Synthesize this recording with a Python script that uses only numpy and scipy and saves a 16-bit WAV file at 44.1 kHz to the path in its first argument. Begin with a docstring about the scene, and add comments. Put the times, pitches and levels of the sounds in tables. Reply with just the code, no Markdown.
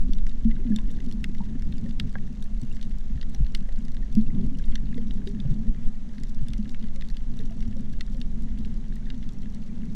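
"""A deep rumble and a low hum of water, with soft knocks, as a sealed case is swum over a shallow reef.
Large eddies press on the case; fine turbulence drives its low resonance, and knocks swell it briefly.
Snapping shrimp click near and far: each collapsing cavity rings the modes of the case walls.
Bubbles ring and gurgle as their air pulsates, a few dull ticks touch the case, and the far reef hisses."""
import sys
import numpy as np
from scipy import signal
from scipy.fft import rfft, irfft
from scipy.io import wavfile
from scipy.ndimage import uniform_filter1d, map_coordinates

SR = 44100
rng = np.random.default_rng(int(sys.argv[2]) if len(sys.argv) > 2 else 0)


def to_wav(s):
    """Save 16-bit WAV."""
    ch = np.atleast_2d(s).T  # columns
    pcm = np.round(np.clip(ch, -1, 1) * 32767)  # PCM
    wavfile.write(sys.argv[1], SR, pcm.astype(np.int16))


N = 438794

# Fine turbulence on the case. 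Each row: time in seconds, relative level in dB.
TURBULENCE = [(0.05, -39), (0.35, -44.5), (0.65, -39.5), (0.79, -42), (2.0, -39), (2.61, -45), (3.16, -44),
              (3.6, -46.5), (4.14, -42), (4.33, -34), (4.63, -40.5), (5.62, -36.5), (6.0, -43.5),
              (7.17, -44.5), (7.39, -41), (9.58, -41), (9.85, -40)]
# Soft knocks. Each row: start in seconds, peak of the ring in dB, pitch in Hz, cycles to the crest.
CASE_KNOCKS = [(.092, -26, 237, 0.87), (0.45, -14.5, 223, 3.03), (0.652, -23, 239, 2.3),
               (0.703, -16.5, 218, 1.35), (0.722, -16.5, 209, 2), (0.759, -23, 211, 1.8),
               (1.071, -31, 232, 0.79), (1.133, -27, 206, 4.4), (1.294, -33, 269, 0.56),
               (1.403, -25.5, 190, 1.3), (1.553, -27, 242, 1.7), (1.619, -27.5, 58, 1.7),
               (2.019, -31.5, 250, 0.53), (2.622, -27, 125, 1.2), (2.629, -28.5, 235, 1.2),
               (3.151, -20, 46, 0.4), (3.155, -27.5, 128, 0.57), (3.388, -19.5, 46.6, 1.1),
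               (3.403, -21.5, 129, 0.93), (4.145, -25.5, 128, 1.4), (4.169, -10.5, 216, 2.74),
               (4.174, -32, 295, 2.1), (4.375, -23.5, 178, 1.6), (4.518, -31, 257, 3.3),
               (4.959, -26.5, 238, 1.6), (5.45, -21.5, 138, 1.27), (5.508, -18.5, 140, 0.97),
               (6.422, -25, 128, 0.92), (6.495, -23, 142, 0.46), (6.587, -21.5, 211.4, 2.3),
               (7.68, -22, 92, 0.39), (8.623, -28, 62, 0.74)]
# Modes of the case walls. Each row: frequency in Hz, relative level in dB, 60 dB decay time in seconds.
WALL_MODES = [(1307, -15.5, 0.035), (1628, -0.5, 0.018), (1920, 9, 0.0068), (2072, 2.5, 0.017),
              (2825, 6, 0.0086), (3320, 5, 0.011), (3676, 5.5, 0.012), (4290, 2, 0.011),
              (4843, -2.5, 0.014), (5596, -1.5, 0.0092), (6150, -4.5, 0.0053), (6970, -11, 0.0086),
              (7830, -10, 0.0032), (8840, -15, 0.0064), (9800, -16, 0.0019), (11120, -21, 0.0041),
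              (12700, -22, 0.004), (14600, -30.5, .004)]


def eddy_rumble(gain_db=9.5, steadiness=0.66, eddy_s=0.03, edge_hz=75):
    """Turbulent pressure: large, slow eddies press on the case as low-frequency noise."""
    # The slow surge of water. Each row: time in seconds, relative level in dB.
    surge = [(0.05, -25), (0.85, -32.5), (1.2, -30.5), (2.3, -33), (3.4, -28), (3.85, -30), (4.35, -30.5),
             (4.7, -28), (5.4, -34), (5.9, -34), (6.08, -37), (6.45, -31), (7.1, -31.5), (8.4, -31.5),
             (9.0, -34), (9.95, -37)]
    # Its spectrum before the low-pass. Each row: frequency in Hz, relative density in dB.
    spectrum = [(5, -7), (10, 5.5), (20, -5.5), (30, -9.5), (45, -14.5), (62, -24), (90, -50), (150, -28),
                (300, -62)]
    # Eddies that buffet the case. Each row: crest time in seconds, height above the surge in dB.
    eddies = [(0.221, 4), (.48, 12), (0.851, 11), (3.17, 2.5), (3.41, 4.5), (4.698, 5.5), (5.12, 2.5),
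              (5.521, 12.5), (5.691, 11), (5.871, 9.5), (6.409, 9.5)]
    swirl = noise(spectrum)
    local_power = uniform_filter1d(swirl ** 2, size=6000)
    swirl = rms_one(swirl / local_power ** (steadiness / 2))   # one eddy is much like the next
    t = np.arange(N) / SR
    buffet_db = sum(db * np.exp(-((t - s) / eddy_s) ** 2) for s, db in eddies)
    rumble = swirl * from_db(in_time(surge) + buffet_db + gain_db)
    return butterworth(rumble, 1, edge_hz, "low")


def case_hum(gain_db=3.5, flutter_db=2.0, flutter_hz=25):
    """Forced resonance: small eddies keep the low resonances of the case sounding."""
    # The response of the case. Each row: frequency in Hz, relative density in dB.
    spectrum = [(60, -3.5), (100, -4), (145, -3.5), (175, -3.5), (215, 4), (250, -3), (290, -16.5),
                (345, -24.5), (400, -20.5), (450, -31), (520, -35), (620, -39.5), (1000, -46), (2000, -57)]
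    return noise(spectrum) * from_db(in_time(TURBULENCE) + gain_db + flutter_db * drift(flutter_hz))


def knocks(shove=0.71, shove_hz=11):
    """Transient response: a soft push sways the whole case and swells its ring for a few cycles at most."""
    out, t = np.zeros(N), np.arange(SR // 4) / SR
    sway = shove * swell(2 * shove_hz * t) * np.sin(2 * np.pi * shove_hz * t) * (1 - t / t[-1])
    for s, peak_db, hz, cycles in CASE_KNOCKS:
        body = swell(t * hz / cycles) * np.sin(2 * np.pi * hz * t)
        add(out, s, from_db(peak_db) * (body + sway))
    return out


def near_shrimp(claw=0.34, lead_s=0.0005, scatter=0.17, scatter_s=0.0018, echo_db=-41, echo_s=0.0094,
                knee_hz=1900, edge_hz=10000, crack_hz=3500, crack_octaves=0.38, uneven_db=2.5, detune=0.029):
    """Cavitation: a claw shuts, its cavity collapses, and the pulse and its scatter ring the walls."""
    # The nearest snaps. 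Each row: start in seconds, level over 5 ms in dB before the wall's filtering,
    # brightness in dB per octave, gain of the crack band in dB.
    snaps = [(0.1332, -43.5, 9.5, 7.5), (0.184, -51.5, 0, 4), (0.2666, -44, -2, -18), (0.294, -50, 5.5, -6),
             (0.511, -49, -15, 2), (0.761, -36, 8.5, 1), (0.7862, -43, -13, 5), (0.9132, -55.5, 13, -1),
             (1.002, -49, -6, 5), (1.1122, -49, 6, -1), (1.124, -49.5, 17, 2), (1.2416, -30.5, 1, -8),
             (1.3484, -48, -6.5, -17), (1.382, -53.5, 6, 4), (1.6216, -48, 1, -16), (1.724, -47, -12, 17),
             (1.781, -51, 4, -5), (1.9084, -52, -4, 4), (1.9983, -29, -1, 4.5), (2.4246, -49, 19, 7),
             (2.767, -51, -2, -4), (2.812, -49, 3, 6), (2.8274, -46, 6, -9), (3.213, -44, 0, 9),
             (3.2278, -44, -2, 4), (3.347, -44.5, 8, 1), (3.465, -49.5, -1, 5), (3.5483, -30.5, 1.5, 3),
             (3.6892, -48.5, -5.5, -4), (3.851, -55, 10, -8), (3.882, -51, 3, -5), (3.9453, -51.5, 5, -17),
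             (3.9673, -48.5, -3, -1), (4.1254, -54, 12, 3), (4.1514, -47.5, 17.5, 8), (4.5867, -51, 12, 7),
             (4.64, -53, -1, 8), (4.7216, -51.5, -8, 11), (4.7552, -34, -1.5, -1.5),
             (4.927, -47.5, -12, -9), (4.943, -51, -3, 2), (4.979, -48, -1, -8), (5.108, -44, -5, 8),
             (5.273, -42, 0, 0), (5.401, -44.5, 1, 6), (6.182, -48.5, -4, -13), (6.2342, -45.5, 7, -6),
             (6.484, -46.5, 9, 4), (6.534, -43, 3, -6), (6.6924, -48.5, 4, -1), (6.7452, -44, -18, 1),
             (6.84, -51.5, -5, 2), (6.9598, -49.5, 5.5, -11), (7.0098, -46.5, 4, 3), (7.021, -42.5, -3, -4),
             (7.0859, -53, 11, -4), (7.1003, -48.5, 5, -9), (7.168, -45, 4, 2), (7.37, -56.5, 9, -2),
             (7.3902, -47.5, 12, 3), (7.605, -51.5, 3, -6), (7.626, -49.5, 1, -11), (8.008, -34, -3, -1.5),
             (8.214, -41, 3.5, 10), (8.5873, -55.5, 12, 6), (8.648, -48, -5, 5), (8.9556, -57.5, 13, -6),
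             (9.1017, -40.5, -1, 6), (9.227, -50, -5, -1), (9.29, -51.5, 14, 12)]
    out, t = np.zeros(N), np.arange(SR // 20) / SR
    tail = scatter * np.exp(-t / scatter_s) + from_db(echo_db) * np.exp(-t / echo_s)   # coral and seabed
    for s, snap_db, brightness, crack_db in list(snaps) + stray_snaps(snaps):
        snap = np.zeros(len(t))
        collapse = int(lead_s * SR * (0.5 + rng.random()))
        for k, (hz, mode_db, t60) in enumerate(WALL_MODES):
            push = tail * rng.standard_normal(len(t))
            push[0] += claw
            push[collapse] += 1
            colour_db = brightness * np.log2(np.clip(hz, knee_hz, edge_hz) / knee_hz)
            colour_db += uneven_db * rng.standard_normal()
            colour_db += crack_db * np.exp(-(np.log2(hz / crack_hz) / crack_octaves) ** 2)
            # Each direction of arrival rings the walls at slightly different pitches.
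            pitch = hz * (1 + detune * rng.uniform(-0.89, 1))
            snap += (-1) ** k * from_db(mode_db + colour_db) * ring(push, pitch, t60)
        onset_rms = np.sqrt(np.mean(snap[:SR // 200] ** 2))
        add(out, s, from_db(snap_db) * snap / onset_rms)
    return out


def stray_snaps(snaps, flurry_s=0.35, level_db=-57, spread_db=1.0, tilt_db_per_octave=8):
    """Clustering: shrimp fire in loose flurries, so each snap gets a row for a faint neighbour."""
    when, size, colour = rng.uniform(-1, 1, (len(snaps), 3)).T
    starts = np.clip(np.transpose(snaps)[0] + flurry_s * when, 0, (N - 1) / SR)
    return list(zip(starts, level_db - spread_db * size, tilt_db_per_octave * colour, np.zeros(len(snaps))))


def wall_transmission(x, low_hz=1450, leak_db=-17):
    """Transmission loss: the stiff walls let little of a snap's low end through."""
    return butterworth(x, 6, low_hz, "high") + from_db(leak_db) * x


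def bubbles(gain_db=2.0, onset_s=0.0014, rise=0.025, wobble=0.032, wobble_hz=420):
    """Bubble resonance: air is the spring and water the mass; the pitch wobbles and rises a little."""
    # The clearest bubbles. Each row: start in seconds, relative level in dB, pitch in Hz, cycles to 1/e.
    pulsations = [(0.512, -37.5, 2010, 10), (.594, -41.5, 391, 11), (0.718, -43, 1690, 9.2),
                  (.784, -48.5, 1000, 14), (1.4048, -33.5, 924, 4.2), (1.418, -49, 964, 11),
                  (1.853, -47, 537, 9.4), (1.861, -45.5, 1820, 8.1), (2.714, -41, 2800, 9),
                  (3.342, -52.5, 772, 12), (4.026, -47, 1870, 14), (4.264, -46, 2650, 6.5),
                  (4.302, -42.5, 2050, 5.5), (4.398, -39, 384, 9.2), (4.55, -42, 2800, 8),
                  (4.914, -48, 2620, 7.9), (4.978, -33.5, 482, 5), (5.269, -34, 394, 10.7),
                  (6.959, -50.5, 542, 15), (7.395, -43.5, 437, 11.4), (7.507, -47, 668, 12),
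                  (7.763, -43.5, 525, 5.5), (8.146, -48, 530, 10), (9.065, -43.5, 1830, 6.7)]
    out, t = np.zeros(N), np.arange(SR // 5) / SR
    waver = wobble * drift(wobble_hz)
    for s, db, hz, cycles in pulsations:
        age = t * hz / cycles
        own_waver = np.roll(waver, -round(s * SR))[:len(t)]
        pitch = hz * (1 + rise * (np.tanh(age) - 0.5) + own_waver)
        envelope = from_db(db + gain_db) * (1 - np.exp(-t / onset_s)) * np.exp(-age)
        add(out, s, envelope * np.sin(2 * np.pi * np.cumsum(pitch) / SR))
    return out


def ticks(pivot_hz=560):
    """Impact excitation: the softer a light contact on the case, the weaker its upper modes."""
    # Dull contacts. Each row: start in seconds, relative level in dB, brightness in dB per octave.
    contacts = [(2.1545, -34.5, 1.5), (3.689, -40, -11), (5.45, -43, -13)]
    # The modes they ring. Each row: frequency in Hz, relative level in dB, 60 dB decay time in seconds.
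    modes = [(546, 0, 0.024), (770, -5, 0.044), (1110, -7, 0.031), (1290, -9, 0.022), (1630, 4.5, 0.033),
             (2110, -7, 0.013), (3200, -18, .012)]
    out, click = np.zeros(N), signal.unit_impulse(SR // 10)
    for s, tick_db, brightness in contacts:
        for k, (hz, mode_db, t60) in enumerate(modes):
            gain = from_db(tick_db + mode_db + brightness * np.log2(hz / pivot_hz))
            add(out, s, (-1) ** k * gain * ring(click, hz, t60))
    return out


def gurgle(tiny_db=-73, tiny_follow=0.36):
    """Resonance falls with size: churning water sheds large, low bubbles and a few tiny, high ones."""
    churn_db = churn()
    large = bubble_cloud(per_s=90, low_hz=225.3, high_hz=632.0, cycles=74, db_per_octave=-9.0)
    tiny = bubble_cloud(per_s=29, low_hz=1550, high_hz=3390, cycles=110, db_per_octave=2.5)
    return large * from_db(churn_db) + tiny * from_db(tiny_db + tiny_follow * (churn_db - churn_db.max()))


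def churn(base_db=-63.5, follow=0.31, wake_db=-39, wake_s=0.15):
    """Incoherent powers add: the flow and the wake of each knock set the gurgle's level in dB."""
    flow_db, t = in_time(TURBULENCE), np.arange(N) / SR
    power = from_db(base_db + follow * (flow_db - flow_db.mean())) ** 2
    for s, peak_db, _, _ in CASE_KNOCKS:
        wake = from_db(peak_db + wake_db) * swell(np.maximum(t - s, 0) / wake_s)
        power += wake ** 2
    return 10 * np.log10(power)


def bubble_cloud(per_s, low_hz, high_hz, cycles, db_per_octave, sizes=20):
    """Damped oscillators: bubbles ring at random moments, each falling 60 dB in `cycles`; rms 1."""
    out = np.zeros(N)
    for hz in np.geomspace(low_hz, high_hz, sizes):
        births = (rng.random(N) < per_s / sizes / SR) * rng.uniform(0.074, 1, N)
        out += from_db(db_per_octave * np.log2(hz / low_hz)) * ring(births, hz, cycles / hz)
    return rms_one(butterworth(out, 2, [low_hz, high_hz], "band"))


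def far_shrimp(per_s=115, level_db=-65, spread_db=3.3, uneven_db=3.5,
               pivot_hz=3500, top_hz=8000, bounce_s=0.003, damping=1.35):
    """Two-path propagation: many faint snaps reach the walls directly and again off the seabed."""
    direct = np.flatnonzero(rng.random(N) < per_s / SR)
    count = len(direct)
    sizes = from_db(spread_db * np.minimum(rng.exponential(1, count), 2.5)) * rng.choice([-1, 1], count)
    delay = (rng.random(count) * bounce_s * SR).astype(int)
    reflected = np.minimum(direct + delay, N - 1)
    brightness = rng.uniform(-16.83, 20.79, count)   # dB per octave, dull to sharp
    out = np.zeros(N)
    for k, (hz, mode_db, t60) in enumerate(WALL_MODES):
        colour_db = brightness * np.log2(min(hz, top_hz) / pivot_hz) + uneven_db * rng.standard_normal(count)
        strength = sizes * from_db(mode_db + colour_db)
        clicks = np.zeros(N)
        clicks[direct] = strength
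        clicks[reflected] += strength
        out += (-1) ** k * ring(clicks, hz, t60 / damping)
    return from_db(level_db) * rms_one(out)


def reef_hiss(level_db=-61):
    """Superposition: the reef's most distant crackle merges into steady noise."""
    # The spectrum of the far reef. Each row: frequency in Hz, relative density in dB.
    spectrum = [(500, 7), (1000, 0), (1450, -3), (1700, -2.5), (2050, -2.5), (2400, -7), (2900, -6.5),
                (3900, -7.5), (5000, -11.5), (6200, -8), (8500, -17), (10000, -21), (12500, -29.5),
                (15500, -43)]
    return from_db(level_db) * noise(spectrum)


def from_db(db):
    """Decibels to gain."""
    return 10 ** (np.asarray(db) / 20)


def rms_one(x):
    """Scale to rms 1."""
    return x / np.sqrt(np.mean(x ** 2) + 1e-20)


def in_time(rows):
    """A curve's value at every sample."""
    return np.interp(np.arange(N) / SR, *np.transpose(rows))


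def swell(age):
    """A critically damped pulse that crests at height 1 at age 1."""
    return age * np.exp(1 - age)


def drift(rate):
    """A smooth curve through `rate` random values a second; rms 1."""
    knots = rng.standard_normal(4096)
    return rms_one(map_coordinates(knots, [np.arange(N) / SR * rate], order=3, mode="wrap"))


def noise(spectrum):
    """Noise of rms 1 with the given spectrum, falling away beyond its ends."""
    hz, level_db = np.transpose(spectrum)
    f = np.arange(1, N // 2 + 2) * SR / N
    gain = from_db(np.interp(np.log(f), np.log(hz), level_db))
    ends = np.minimum(f / hz[0], 1) ** 2 * np.minimum(hz[-1] / f, 1) ** 2
    return rms_one(irfft(rfft(rng.standard_normal(N)) * gain * ends, N))


def ring(push, hz, t60):
    """A damped mode: a unit click starts a sine of height 1 that falls 60 dB in t60 seconds."""
    r, w = from_db(-60 / (t60 * SR)), 2 * np.pi * hz / SR
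    return signal.lfilter([0, np.sin(w)], [1, -2 * r * np.cos(w), r * r], push + 1e-18)


def butterworth(x, order, hz, kind):
    """A filter with a maximally flat passband."""
    return signal.sosfilt(signal.butter(order, hz, kind, fs=SR, output="sos"), x)


def add(track, s, sound):
    """Mix a sound in at s seconds."""
    at = max(round(s * SR), 0)
    track[at:at + len(sound)] += sound[:N - at]


def scene():
    """Superposition: the pressures of reef, water and case add in one channel."""
    hiss = reef_hiss()
    shrimp = wall_transmission(near_shrimp() + far_shrimp())
    return (eddy_rumble() + case_hum() + knocks() + gurgle() + bubbles() + shrimp + ticks() + hiss)[None]


def record(dry, cutoff_hz=15500):
    """Band limiting: a steep low-pass removes the highest treble."""
    return signal.sosfilt(signal.ellip(10, 0.1, 80, cutoff_hz, fs=SR, output="sos"), dry)


dry = scene()
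out = record(dry)
to_wav(out)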